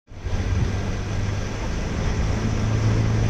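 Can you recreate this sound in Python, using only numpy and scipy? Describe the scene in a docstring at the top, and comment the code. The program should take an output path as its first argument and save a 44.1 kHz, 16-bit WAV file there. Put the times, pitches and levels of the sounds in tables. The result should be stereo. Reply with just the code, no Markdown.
"""Engine idling under an open bonnet.

Firing pulses thud and flutter the hiss of intake, belts and valve gear; pipes and covers ring.
A slowly rising drone (perhaps a fan or a nearby engine) and a wavering hum fill the bass,
with a few soft throbs and brief chirps. Outdoors, a little wind buffets the ports of a
hand-held stereo microphone. The sound fades in."""
import sys
import numpy as np
from scipy import signal
from scipy.io import wavfile

SR = 44100
rng = np.random.default_rng(int(sys.argv[2]) if len(sys.argv) > 2 else 0)


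def wav_record(signal):
    """Record a signal, one row per channel, as 16-bit PCM in the file named by sys.argv[1]."""
    frames = np.transpose(np.atleast_2d(signal))
    bounded = np.clip(frames, -1, 1)
    # unit amplitude maps onto the largest positive 16-bit level
    quanta = np.round(bounded * 32767).astype(np.int16)
    wavfile.write(sys.argv[1], SR, quanta)


N = 145089


def from_db(db):
    """Decibels to gain."""
    return 10 ** (np.asarray(db) / 20)


def unit_rms(x):
    """Scale to rms 1."""
    return x / np.sqrt(np.mean(x ** 2) + 1e-20)


def curves(rows):
    """Columns of a time table, interpolated per sample."""
    times_s, *columns = np.transpose(rows)
    return [np.interp(np.arange(N) / SR, times_s, column) for column in columns]


def at_hz(rows, hz):
    """Spectrum table lookup on a log frequency axis."""
    table_hz, values = np.transpose(rows)
    return np.interp(np.log(hz), np.log(table_hz), values)


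def drift(rate_hz):
    """Smooth random wander, rms 1."""
    hop, settle = 40, 2000
    pole = np.exp(-2 * np.pi * rate_hz * hop / SR)
    white = rng.standard_normal(N // hop + settle + 2)
    slow = signal.lfilter([1], [1, -2 * pole, pole * pole], white)[settle:]
    return np.interp(np.arange(N) / hop, np.arange(len(slow)), unit_rms(slow))


# (frequency [Hz], left-right correlation before crossfeed [-1..1])
CORRELATION = [(60, 0.92), (130, 0.91), (290, 0.91), (640, 0.48), (1410, -0.065), (3100, 0.23),
               (6820, -0.2), (15000, 0.29)]
# (frequency [Hz], left minus right [dB])
BALANCE = [(60, 2.5), (110, -1), (200, 1.5), (380, 0), (700, 1), (1290, -1.5), (2380, -4.5), (4400, -0.5),
           (8120, 3), (15000, -0.5)]
CROSSFEED_GAIN, CROSSFEED_LAG_S = 0.27, 0.00017


def stereo(mid, side, hz):
    """Mid/side to left/right; above 900 Hz some left sound reaches the right port later."""
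    correlation, balance_db = at_hz(CORRELATION, hz), at_hz(BALANCE, hz)
    pair = np.sqrt(1 + correlation) * mid + np.sqrt(1 - correlation) * side * np.array([[1], [-1]])
    crossfeed = CROSSFEED_GAIN * (hz > 900)
    late_left = np.roll(pair[0], round(CROSSFEED_LAG_S * SR))
    pair[1] = np.sqrt(1 - crossfeed ** 2) * pair[1] + crossfeed * late_left
    return pair * from_db([[balance_db / 2], [-balance_db / 2]]) / np.sqrt(2)


# (time [s], level [dB])
GUSTS = [(.3, -23), (.5, -48), (.85, -26), (1.0, -38), (1.85, -46), (2.1, -24), (2.3, -51), (2.65, -39),
         (3.29, -48.5)]
WIND_BAND_HZ, WIND_LUMP_DB = (14, 58.6), 2.5


def wind():
    """Gusts buffet each port separately: lumpy low noise."""
    level_db, = curves(GUSTS)
    band = signal.butter(2, WIND_BAND_HZ, "band", fs=SR, output="sos")
    rumble = signal.sosfilt(band, rng.standard_normal((2, N)))
    return from_db(level_db - WIND_LUMP_DB * drift(9.4)) * unit_rms(rumble)


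# (onset [s], peak [dB], start [Hz], end [Hz], length [s])
CHIRPS = [(1.619, -33, 921, 887, 0.039), (1.813, -34, 714, 598, 0.062), (2.03, -42, 3720, 3396, .03),
          (2.07, -43.5, 3330, 3180, 0.0428), (2.41, -25.5, 250, 205.5, 0.094)]
CHIRP_ROUGH_DB = 2.5


def chirps():
    """Brief rough tones that swell, glide down and fade."""
    t, out = np.arange(N) / SR, 0
    for onset_s, peak_db, start_hz, end_hz, length_s in CHIRPS:
        progress = np.clip((t - onset_s) / length_s, 0, 1)
        envelope = from_db(peak_db + CHIRP_ROUGH_DB * drift(80)) * np.sin(np.pi * progress) ** 2
        cycles = length_s * progress * (start_hz + (end_hz - start_hz) * progress / 2)
        out += envelope * np.sin(2 * np.pi * cycles)
    return out


# (onset [s], peak [dB], pitch [Hz])
THROBS = [(0.254, -16.5, 81), (0.329, -20, 88), (0.439, -23, 92.4), (.605, -14, 115.7), (.61, -29, 245)]
THROB_T60_S = 0.071


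def throbs():
    """Soft low knocks: tones that swell and die away."""
    t, out = np.arange(N) / SR, 0
    for onset_s, peak_db, hz in THROBS:
        age = np.maximum(t - onset_s, 0) * np.log(1000) / THROB_T60_S  # in time constants
        envelope = from_db(peak_db) * age * np.exp(1 - age)
        out += envelope * np.sin(2 * np.pi * hz * (t - onset_s))
    return out


# (time [s], level [dB])
HUM_LEVEL = [(.25, -38), (.55, -26), (.7, -33), (1.8, -41), (2.05, -33.5), (2.3, -34), (2.5, -36),
             (3.29, -33)]
HUM_HZ, HUM_WANDER_HZ, HUM_WOBBLE_DB = 80.6, 1.6, 3.7


def hum():
    """A wavering low tone that comes and goes."""
    level_db, = curves(HUM_LEVEL)
    amplitude = np.sqrt(2) * from_db(level_db + HUM_WOBBLE_DB * drift(25))
    hz = HUM_HZ + HUM_WANDER_HZ * drift(5.7)
    return amplitude * np.sin(2 * np.pi * np.cumsum(hz) / SR)


# (time [s], pitch [Hz], harmonic 1 [dB], harmonic 2 [dB], harmonic 3 [dB], harmonic 4 [dB])
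DRONE = [(.25, 47.77, -44, -35, -56, -50), (.5, 48.32, -24, -24.5, -55, -41.5),
         (.75, 49.5, -36.5, -27, -48, -39), (1.0, 50.24, -33.5, -31.5, -44, -49),
         (1.25, 50.4, -40, -24, -52, -45.5), (1.45, 51.04, -54, -31, -49, -43.5),
         (1.7, 52.16, -33, -38, -44, -45), (1.95, 52.93, -33, -36, -38, -39),
         (2.25, 53.5, -26, -28, -35.5, -44.5), (2.45, 53.8, -36, -28, -37.5, -34),
         (2.65, 54.18, -41, -23.5, -47, -35.5), (2.95, 54.75, -37, -20.5, -32, -32),
         (3.29, 54.97, -42, -21.5, -43, -34.5)]
# (harmonic [number], level re harmonic 4 [dB])
DRONE_UPPER = [(5, -7.5), (6, -9.5), (8, -10)]
DRONE_WOBBLE_DB, DRONE_WOBBLE_HZ, DRONE_SIDE_DB = 0.5, 6.8, -21.5


def drone():
    """Harmonics of one slowly rising pitch, each wavering slightly in level."""
    hz, *levels_db = curves(DRONE)
    phase = 2 * np.pi * np.cumsum(hz) / SR
    upper = [(k, levels_db[-1] + db) for k, db in DRONE_UPPER]
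    tone = 0
    for k, db in list(enumerate(levels_db, 1)) + upper:
        amplitude = np.sqrt(2) * from_db(db - DRONE_WOBBLE_DB * drift(DRONE_WOBBLE_HZ))
        tone += amplitude * np.exp(1j * (k * phase + rng.uniform(0, 2 * np.pi)))
    return tone.real + from_db(DRONE_SIDE_DB) * tone.imag * np.array([[1], [-1]])


# (centre [Hz], width per pass [Hz], start level [dB], gradual swell or fade [dB/s])
RESONANCES = [(188.75, 4.8, -46, 1.5), (436, 21, -51.5, -0.7), (1605.7, 52, -45.5, -0.06),
              (1981, 52, -48.5, -0.7), (1355, 40, -50.5, -0.5), (1173, 27, -54, 0.8),
              (2403, 330, -45.5, -2), (3365, 280, -50.5, -0.5), (5840, 190, -56, 1.5),
              (6120, 380, -50.5, 0)]
TICKS_PER_S, TICK_RE_NOISE_DB = 60, -7


def whistles():
    """Noise and uneven valve ticks ring narrow resonances of pipes and covers."""
    t, out = np.arange(N) / SR, 0
    ticks = unit_rms((rng.random(N) < TICKS_PER_S / SR) * rng.standard_normal(N))
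    for hz, width_hz, start_db, db_per_s in RESONANCES:
        radius = np.exp(-np.pi * width_hz / SR)
        b, a = [1, 0, -1], [1, -2 * radius * np.cos(2 * np.pi * hz / SR), radius ** 2]
        drive = rng.standard_normal((2, N)) + from_db(TICK_RE_NOISE_DB) * ticks
        mid, side = unit_rms(signal.lfilter(b, a, signal.lfilter(b, a, drive)))
        out += from_db(start_db + db_per_s * t) * stereo(mid, side, hz)
    return out


# (frequency [Hz], relative spectral density [dB])
BAY_SPECTRUM = [(20, -5), (60, -9), (140, -13.5), (213, -15.5), (290, -19.5), (428, -19), (706, -25),
                (1420, -29.5), (2000, -29), (2500, -32), (3000, -35.5), (3650, -38.5), (4100, -41),
                (5200, -38), (6000, -36.5), (6500, -43), (7000, -55), (7700, -51.5), (8400, -58),
                (9140, -65), (12000, -65.5), (15500, -72)]
# (time [s], level [dB], lift above 3 kHz [dB], further lift at 5-7 kHz [dB])
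BAY_LEVEL = [(.5, -27.5, 2, -2.5), (1.05, -28, 2, 0), (1.45, -27, 2, 1.5), (2.1, -25, 0.5, 2.5),
             (2.5, -25.5, 1, 3), (3.29, -25, 0.5, -0.5)]
FLUTTER_DB, FLUTTER_SHARPNESS, OFFBEAT_SHARE = 1.5, 5.4, 0.38
FLICKER_DB, TREBLE_FLICKER_DB = 1.3, 1.07


def bay_noise(phase):
    """Intake, belt and valve noise in quarter octaves; above 500 Hz it swells at each firing."""
    level_db, treble_db, hiss_db = curves(BAY_LEVEL)
    edges_hz = 20 * 2 ** np.arange(0, 9.9, 0.25)
    common_drift, out = drift(5), 0
    white = rng.standard_normal((2, 2, N))  # adjacent bands use independent noise
    beat = np.maximum(np.cos(phase), 0) ** FLUTTER_SHARPNESS
    offbeat = np.maximum(-np.cos(phase), 0) ** FLUTTER_SHARPNESS
    flutter_db = FLUTTER_DB * (beat + OFFBEAT_SHARE * offbeat)
    for k, (low_hz, high_hz) in enumerate(zip(edges_hz, edges_hz[1:])):
        band = signal.butter(3, [low_hz, high_hz], "band", fs=SR, output="sos")
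        mid, side = signal.sosfilt(band, white[k % 2])
        hz = np.sqrt(low_hz * high_hz)
        depth_db = TREBLE_FLICKER_DB if hz > 3000 else FLICKER_DB
        flicker_db = depth_db * (0.52 * common_drift + drift(12.5))
        lift_db = (hz > 500) * flutter_db + (hz > 3000) * treble_db + (5000 < hz < 7000) * hiss_db
        out += from_db(at_hz(BAY_SPECTRUM, hz) + flicker_db + lift_db) * stereo(mid, side, hz)
    return from_db(level_db) * unit_rms(out)


# (multiple of firing rate [number], level [dB])
FIRING_ORDERS = [(1, -39.5), (3, -46)]
THUD_WOBBLE_DB = 4.9


def thud(phase):
    """Firing pulses: low multiples of the firing rate, uneven in level."""
    return sum(np.sqrt(2) * from_db(db + THUD_WOBBLE_DB * drift(15)) * np.sin(k * phase)
               for k, db in FIRING_ORDERS)


FIRING_HZ, FIRING_JITTER = 21.88, 0.02


def firing_phase():
    """One cycle per firing at a slightly unsteady idle."""
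    hz = FIRING_HZ * (1 + FIRING_JITTER * drift(4.2))
    return 2 * np.pi * np.cumsum(hz) / SR


def scene():
    """All sources at the microphone."""
    phase = firing_phase()
    return drone() + hum() + thud(phase) + bay_noise(phase) + whistles() + chirps() + wind() + throbs()


# (time [s], gain [dB])
FADE_IN = [(.062, -55), (.075, -25.5), (.14, -14.5), (.22, -10.5), (.3, -2.5), (.36, -0.5)]
STOPBAND_HZ = 15900


def record(dry):
    """Fade-in from silence, then a steep low-pass."""
    gain_db, = curves(FADE_IN)
    gate = np.arange(N) / SR > FADE_IN[0][0]
    lowpass = signal.cheby2(18, 70, STOPBAND_HZ, fs=SR, output="sos")
    return signal.sosfilt(lowpass, dry * from_db(gain_db) * gate)


dry = scene()
out = record(dry)
wav_record(out)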